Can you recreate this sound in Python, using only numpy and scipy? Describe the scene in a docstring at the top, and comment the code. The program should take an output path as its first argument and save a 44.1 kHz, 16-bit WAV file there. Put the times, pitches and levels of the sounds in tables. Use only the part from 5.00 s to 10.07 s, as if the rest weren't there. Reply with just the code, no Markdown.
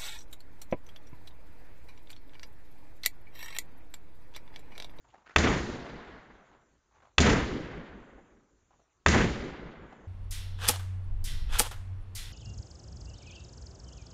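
"""Large empty sports hall: a ball is thrown against the wall three times.
Each slap is a pressure spike that rings the ball, repeated by near surfaces; the wall booms in dying sines.
The hall swells and dies as noise in bands; the bass comes back in bursts from the far walls.
Shoes and sleeves scuff faintly around the throws (grainy resonant noise), over a quiet, patchy hiss."""
import sys
import numpy as np
from scipy import signal
from scipy.fft import rfft, irfft
from scipy.io import wavfile
from scipy.ndimage import uniform_filter1d

SR = 44100
rng = np.random.default_rng(int(sys.argv[2]) if len(sys.argv) > 2 else 0)


def dump_mix(stems):
    """Bounce the given channels to the path in sys.argv[1] as a 16-bit WAV at rate SR."""
    frames = np.atleast_2d(stems).T  # one column per channel
    limited = np.clip(frames, -1, 1)  # hard clip at full scale
    pcm = np.round(limited * 32767).astype(np.int16)
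    wavfile.write(sys.argv[1], SR, pcm)


N = 223672


def gain_of(db):
    """Amplitude factor of a level in dB."""
    return 10 ** (np.asarray(db) / 20)


def evened(x):
    """Scales x to an rms of 1."""
    return x / np.sqrt(np.mean(x ** 2) + 1e-20)


def add(mix, start_s, sound):
    """Adds sound into mix at start_s, cut at the end of mix."""
    part = mix[round(start_s * SR):][:len(sound)]
    part += sound[:len(part)]


def coloured(x, points):
    """Filters x by a list of (f/Hz, gain/dB) joined on a log-frequency axis."""
    points_hz, points_db = np.transpose(points)
    f_hz = np.fft.rfftfreq(len(x), 1 / SR)
    gain_db = np.interp(np.log(f_hz + 1), np.log(points_hz), points_db)
    return irfft(rfft(x) * gain_of(gain_db), len(x))


def tilted(x, db_per_octave):
    """Tips the spectrum around 1 kHz, from 500 Hz to 8 kHz; flat outside."""
    return coloured(x, [(500, -db_per_octave), (8000, 3 * db_per_octave)])


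def ring(modes, t):
    """The dying sines of a struck thing."""
    return sum(gain_of(db - 60 * t / t60_s) * np.sin(2 * np.pi * hz * t) for hz, db, t60_s in modes)


# slaps: t/s, crack peak/dB, spike f/Hz, crack tilt/(dB/octave), floor return/dB, boom/dB,
#        hall/dB, hall tilt/(dB/octave), hall body/dB, treble life/(factor on t60)
SLAP_EVENTS = [(0.3621, -2, 2262, -1.5, -4.5, -24.5, -27.5, 1, -3.5, 1.095),
               (2.1828, -2.5, 2826, 0, -3, -20.5, -26, 2.5, -0.5, 0.81),
               (4.0629, -3, 1720, -1.5, -17.5, -22, -27, 2.5, -1, 0.79)]
LEAD_S, PRESS_S = .01, .004  # crack buffer, and wall boom, start this long before contact


def slaps():
    """Crack, boom of the wall and the hall's answer; each slap lands a little differently."""
    out = np.zeros(N)
    low = boom(PRESS_S)
    paths = rfft(rng.standard_normal(2 * SR))
    for (s, crack_db, spike_hz, crack_tilt, floor_db, boom_db,
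         hall_db, hall_tilt, body_db, treble_life) in SLAP_EVENTS:
        tail = tilted(hall_tail(paths, treble_life), hall_tilt)
        tail = coloured(tail, [(500, body_db), (900, 0)])
        add(out, s - LEAD_S, crack(crack_db, floor_db, spike_hz, crack_tilt, LEAD_S))
        add(out, s - PRESS_S, gain_of(boom_db) * low)
        add(out, s, gain_of(hall_db) * tail)
    return out


# air in the ball and its skin: f/Hz, level/dB, t60/s
BALL_MODES = [(612, -17.5, 0.11), (996, -23, .04), (1290, -11, 0.033), (1600, -13.5, 0.019),
              (1994, -18.5, 0.015), (2680, -19.5, 0.026), (3590, -22, 0.059), (3630, -21, 0.012),
              (4570, -25.5, 0.011), (4770, -29.5, 0.018), (6150, -29.5, .04), (7030, -24.5, 0.051)]
# first returns of the crack from nearby surfaces: delay t/s, level/dB
NEAR_RETURNS = [(.0011, -5.5), (.0038, -13.5), (.0055, -11.5), (.0085, -16), (0.0112, -18)]
FLOOR_DELAY_S = .0026


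def crack(peak_db, floor_db, hz, tilt, lead_s):
    """A pressure spike of about one cycle, lead_s in, rings the ball; near surfaces repeat it."""
    t = np.arange(4096) / SR - lead_s
    after = np.maximum(t, 0)
    cycle = np.cos(2 * np.pi * hz * t)
    spike = np.exp(-(1.5 * hz * t) ** 2) * cycle
    lead_in = 0.36 * np.exp(np.minimum(t, 0) / 0.00044) * cycle * (t < 0)  # swells up to the spike
    ringing = ring(BALL_MODES, after) * (1 - np.exp(-after / 0.00013))
    tick = 1.1 * np.exp(-(t / .00004) ** 2)  # sharp edge of the contact
    direct = spike + tick + lead_in + ringing
    out = direct.copy()
    for delay_s, echo_db in [*NEAR_RETURNS, (FLOOR_DELAY_S, floor_db)]:
        add(out, delay_s, gain_of(echo_db) * direct)
    out = tilted(out, tilt)
    return gain_of(peak_db) * out / abs(out).max()


# wall panel: f/Hz, level/dB, t60/s
WALL_MODES = [(78, 0, 0.79), (138, -12.5, 0.36), (220, -18, 0.81), (410, -15, 0.2)]
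# first bass echoes, from walls at different distances: delay t/s, level/dB, f/Hz
BASS_ECHO_ROWS = [(.09, -3, 139.2), (.1, -6, 79), (.14, -5, 50.6), (.206, -15, 46.3), (0.256, -10, 62.3),
                  (.35, -16.5, 54.1), (.468, -23, 59.1), (.735, -29.5, 66)]
ECHO_S = .038  # burst lengths: full width at 1/e
# then the bass runs to and fro between the end walls
FLUTTER_S, TRIP_S, BURST_S = .585, .195, 0.081
FLUTTER_DB, TRIP_LOSS_DB, FLUTTER_HZ = -24.5, 6, 52.8


def boom(lead_s):
    """The wall gives way as the ball presses in, rings, and its bass comes back from afar."""
    t = np.arange(2 * SR) / SR
    out = -ring(WALL_MODES, t) * (1 - np.exp(-(t / .005) ** 2)) * np.exp(-(t / 0.094) ** 6)
    echoes = [(*row, ECHO_S) for row in BASS_ECHO_ROWS]
    trips = [(FLUTTER_S + k * TRIP_S, FLUTTER_DB - k * TRIP_LOSS_DB, FLUTTER_HZ, BURST_S)
             for k in range(6)]
    for delay_s, db, hz, length_s in echoes + trips:
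        late = t - lead_s - delay_s
        envelope = np.exp(-(2 * late / length_s) ** 2)
        out = out + gain_of(db) * envelope * np.cos(2 * np.pi * hz * late)
    return out


# hall bands: centre f/Hz, colour/dB, t60/s (before treble life)
HALL_BANDS = [(30, -4.5, 2.1), (60, -9.5, 0.73), (117, 0.5, 1.58), (230, 2.5, 1.794), (397, 1, 1.837),
              (640, -5.5, 1.94), (1130, -8.5, 2), (2010, -7, 1.686), (2400, -12, 1.615), (4000, -14.5, 1.4),
              (5300, -17, 1.11), (6800, -12.5, 0.88), (9060, -12.5, 0.94)]
# level course of bass, middle, treble: hush before the roof answers/dB, roof return/dB,
#   swell from the far walls/dB, sag after it/dB, level once the sag is over/dB,
#   late fade/(dB/s), surge with each trip between the end walls/dB
REGISTER_FILLS = [(-1.5, 2.5, 3.5, -.5, -1, 9.5, 2.5), (0.2, 2.5, 5, -3.5, 1.5, 32, 0.14),
                  (-12, 7.5, -0.5, 0, 1.8, 11, 0.4)]
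# pitch the hall favours as it dies: f/Hz, half width at 1/e/Hz, gain/(dB/s)
FAVOURED_PITCH = (1500, 120, 2.2)
REGISTER_EDGES_HZ = [500, 2500]
UNEVEN_DB = 1.5  # rms of chance lumps in the reflections
LUMPS, LUMPS_PER_S = 400, 200
MIDDLE_SHARE = .5  # exponent: how far the middle bands follow the treble life


def hall_tail(paths, treble_life):
    """Dense reflections in overlapping bands, each dying at its own speed."""
    t = np.arange(2 * SR) / SR
    f_hz = np.fft.rfftfreq(len(t), 1 / SR)
    same = np.clip(1.1 - f_hz / 600, .3, 1)  # long waves take the same paths for every slap
    z = same * paths + np.sqrt(1 - same ** 2) * rfft(rng.standard_normal(len(t)))
    lumps = uniform_filter1d(rng.standard_normal((len(HALL_BANDS), LUMPS)), size=4, axis=1)
    lumps = evened(uniform_filter1d(lumps, size=3, axis=0))
    fills_db = [fill(t, *row) for row in REGISTER_FILLS]
    centres = np.log([row[0] for row in HALL_BANDS])
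    out = 0
    for own, lump, (hz, db, t60_s) in zip(np.eye(len(HALL_BANDS)), lumps, HALL_BANDS):
        share = np.interp(np.log(f_hz + 1), centres, own)
        band = evened(irfft(z * share, len(t)))
        register = np.searchsorted(REGISTER_EDGES_HZ, hz)
        lasts_s = t60_s * treble_life ** (0, MIDDLE_SHARE, 1)[register]
        uneven_db = UNEVEN_DB * np.interp(t, np.arange(LUMPS) / LUMPS_PER_S, lump)
        out = out + band * gain_of(db + fills_db[register] + uneven_db - 60 * t / lasts_s)
    hz, width_hz, rise_db_per_s = FAVOURED_PITCH
    favoured = irfft(rfft(out) * np.exp(-((f_hz - hz) / width_hz) ** 2), len(t))
    return (out + favoured * (gain_of(rise_db_per_s * t) - 1)) / 2


# swell: t/s of start, full, half gone, gone
SWELL_TIMES_S = (.055, .088, .19, .27)
# single walls standing out of the swell: delay t/s, level/dB
WALL_RETURNS = [(.085, 3.5), (.12, 3), (.15, 1.5), (0.184, 1.8)]
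RETURN_S = 0.0091  # half width at 1/e
BUILD_DB, BUILD_S = -10.5, 0.0046  # the hall starts empty
ROOF_S, ROOF_FADE_S = .021, 0.0083
RECOVER_S, FADE_S = 0.78, 1.12  # sag is over; late fade starts


def fill(t, hush_db, roof_db, swell_db, sag_db, settled_db, fade_db_per_s, surge_db):
    """Level in dB around the even decay: build-up, hush, roof return, swell, sag, surges, late fade."""
    build = BUILD_DB * np.exp(-t / BUILD_S)
    roof_return = roof_db * np.exp(-(t - ROOF_S) / ROOF_FADE_S)
    roof = np.where(t < ROOF_S, hush_db * t / ROOF_S, roof_return)
    returns = sum(db * np.exp(-((t - s) / RETURN_S) ** 2) for s, db in WALL_RETURNS)
    swell = np.interp(t, (*SWELL_TIMES_S, RECOVER_S), [0, swell_db, swell_db / 2, sag_db, settled_db])
    surge = surge_db * np.cos(2 * np.pi * (t - FLUTTER_S) / TRIP_S) * np.clip(t / FLUTTER_S, 0, 1)
    late_fade = fade_db_per_s * np.maximum(t - FADE_S, 0)
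    return build + roof + returns + swell + surge - late_fade


# scuffs of shoes and sleeves: t/s, level/dB, centre f/Hz, rise/s, t60/s
SCUFF_EVENTS = [(.039, -67, 890, 0.0048, 0.64), (.079, -63.5, 2600, 0.028, 0.19),
                (.139, -59.5, 890, 0.00061, 0.42), (.253, -54, 1480, .02, 0.58),
                (1.49, -56, 986, 0.04, .31), (1.91, -64.5, 894, .018, 0.3),
                (1.935, -64.5, 1106, 0.015, 0.53), (2.021, -54.5, 852, 0.0016, 0.12),
                (2.049, -59, 910, .003, 0.15), (3.18, -65, 588, 0.0036, 0.19),
                (3.705, -66.5, 874, .0033, 0.23), (3.727, -65, 849, .0048, .18),
                (3.79, -60, 620, 0.032, 0.19), (4.924, -56, 638, .001, 0.14), (4.99, -62, 700, 0.009, 0.6)]
SCUFF_WIDTH = 0.83  # full width at half amplitude, as a share of the centre


def scuffs():
    """Grainy rubbing noise in a broad resonance, with a knock at contact and a short tail."""
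    out = np.zeros(N)
    t = np.arange(SR // 2) / SR
    f_hz = np.fft.rfftfreq(len(t), 1 / SR)
    noises = rng.standard_normal((len(SCUFF_EVENTS), 2, len(t)))
    for (s, db, hz, rise_s, t60_s), (z, g) in zip(SCUFF_EVENTS, noises):
        grain = gain_of(3.9 * evened(uniform_filter1d(g, 200)))
        resonance = 1 / (1 + abs((f_hz / hz - 1) / SCUFF_WIDTH * 2) ** 1.4)
        rub = evened(irfft(rfft(z * grain) * resonance, len(t)))
        knock = 1 + 0.59 * np.exp(-t / .006)
        add(out, s, rub * (1 - np.exp(-t / rise_s)) * knock * gain_of(db - 60 * t / t60_s))
    return out


# hiss spectrum: f/Hz, relative level/(dB per Hz)
HISS_COLOUR = [(12, -52.5), (20, -15), (54, -6.5), (141, -15.5), (185, -26.5), (380, -18.5), (475, -24.5),
               (1410, -25.5), (3110, -34), (3610, -34), (5230, -37.5), (6220, -28.5), (7400, -28),
               (9620, -43), (16300, -120)]
HISS_RMS_DB, PATCH_DB = -75.5, 2.5


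def hiss():
    """Air handling rumble and microphone hiss: coloured noise in time-frequency patches."""
    _, _, z = signal.stft(rng.standard_normal(N + 1024), nperseg=512)
    patches = uniform_filter1d(rng.standard_normal(z.shape), 8, 0)
    patches = evened(uniform_filter1d(patches, 10, 1))
    patchy = signal.istft(z * gain_of(PATCH_DB * patches), nperseg=512)[1][:N]
    return gain_of(HISS_RMS_DB) * evened(coloured(patchy, HISS_COLOUR))


def scene():
    """Sums slaps, scuffs and hiss into one channel."""
    return (slaps() + scuffs() + hiss())[None]


# overall treble colour, notch near 8 kHz and small hump at 8.7 kHz: f/Hz, gain/dB
TREBLE_COLOUR = [(7200, 3), (7500, -2), (7800, -27), (8050, -37.5), (8400, -9.5), (8700, -3.5), (9000, -20)]
LOW_CUT_HZ, EDGE_HZ = 18, 9100


def record(dry):
    """Cuts the lowest bass, notches the treble near 8 kHz; then the band limit."""
    low_cut = signal.butter(1, LOW_CUT_HZ, "high", fs=SR)
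    heard = signal.lfilter(*low_cut, coloured(dry[0], TREBLE_COLOUR))
    band_limit = signal.firwin(511, EDGE_HZ, window=("kaiser", 9), fs=SR)
    return signal.oaconvolve(heard, band_limit, "same")[None]


dry = scene()
out = record(dry)
dump_mix(out)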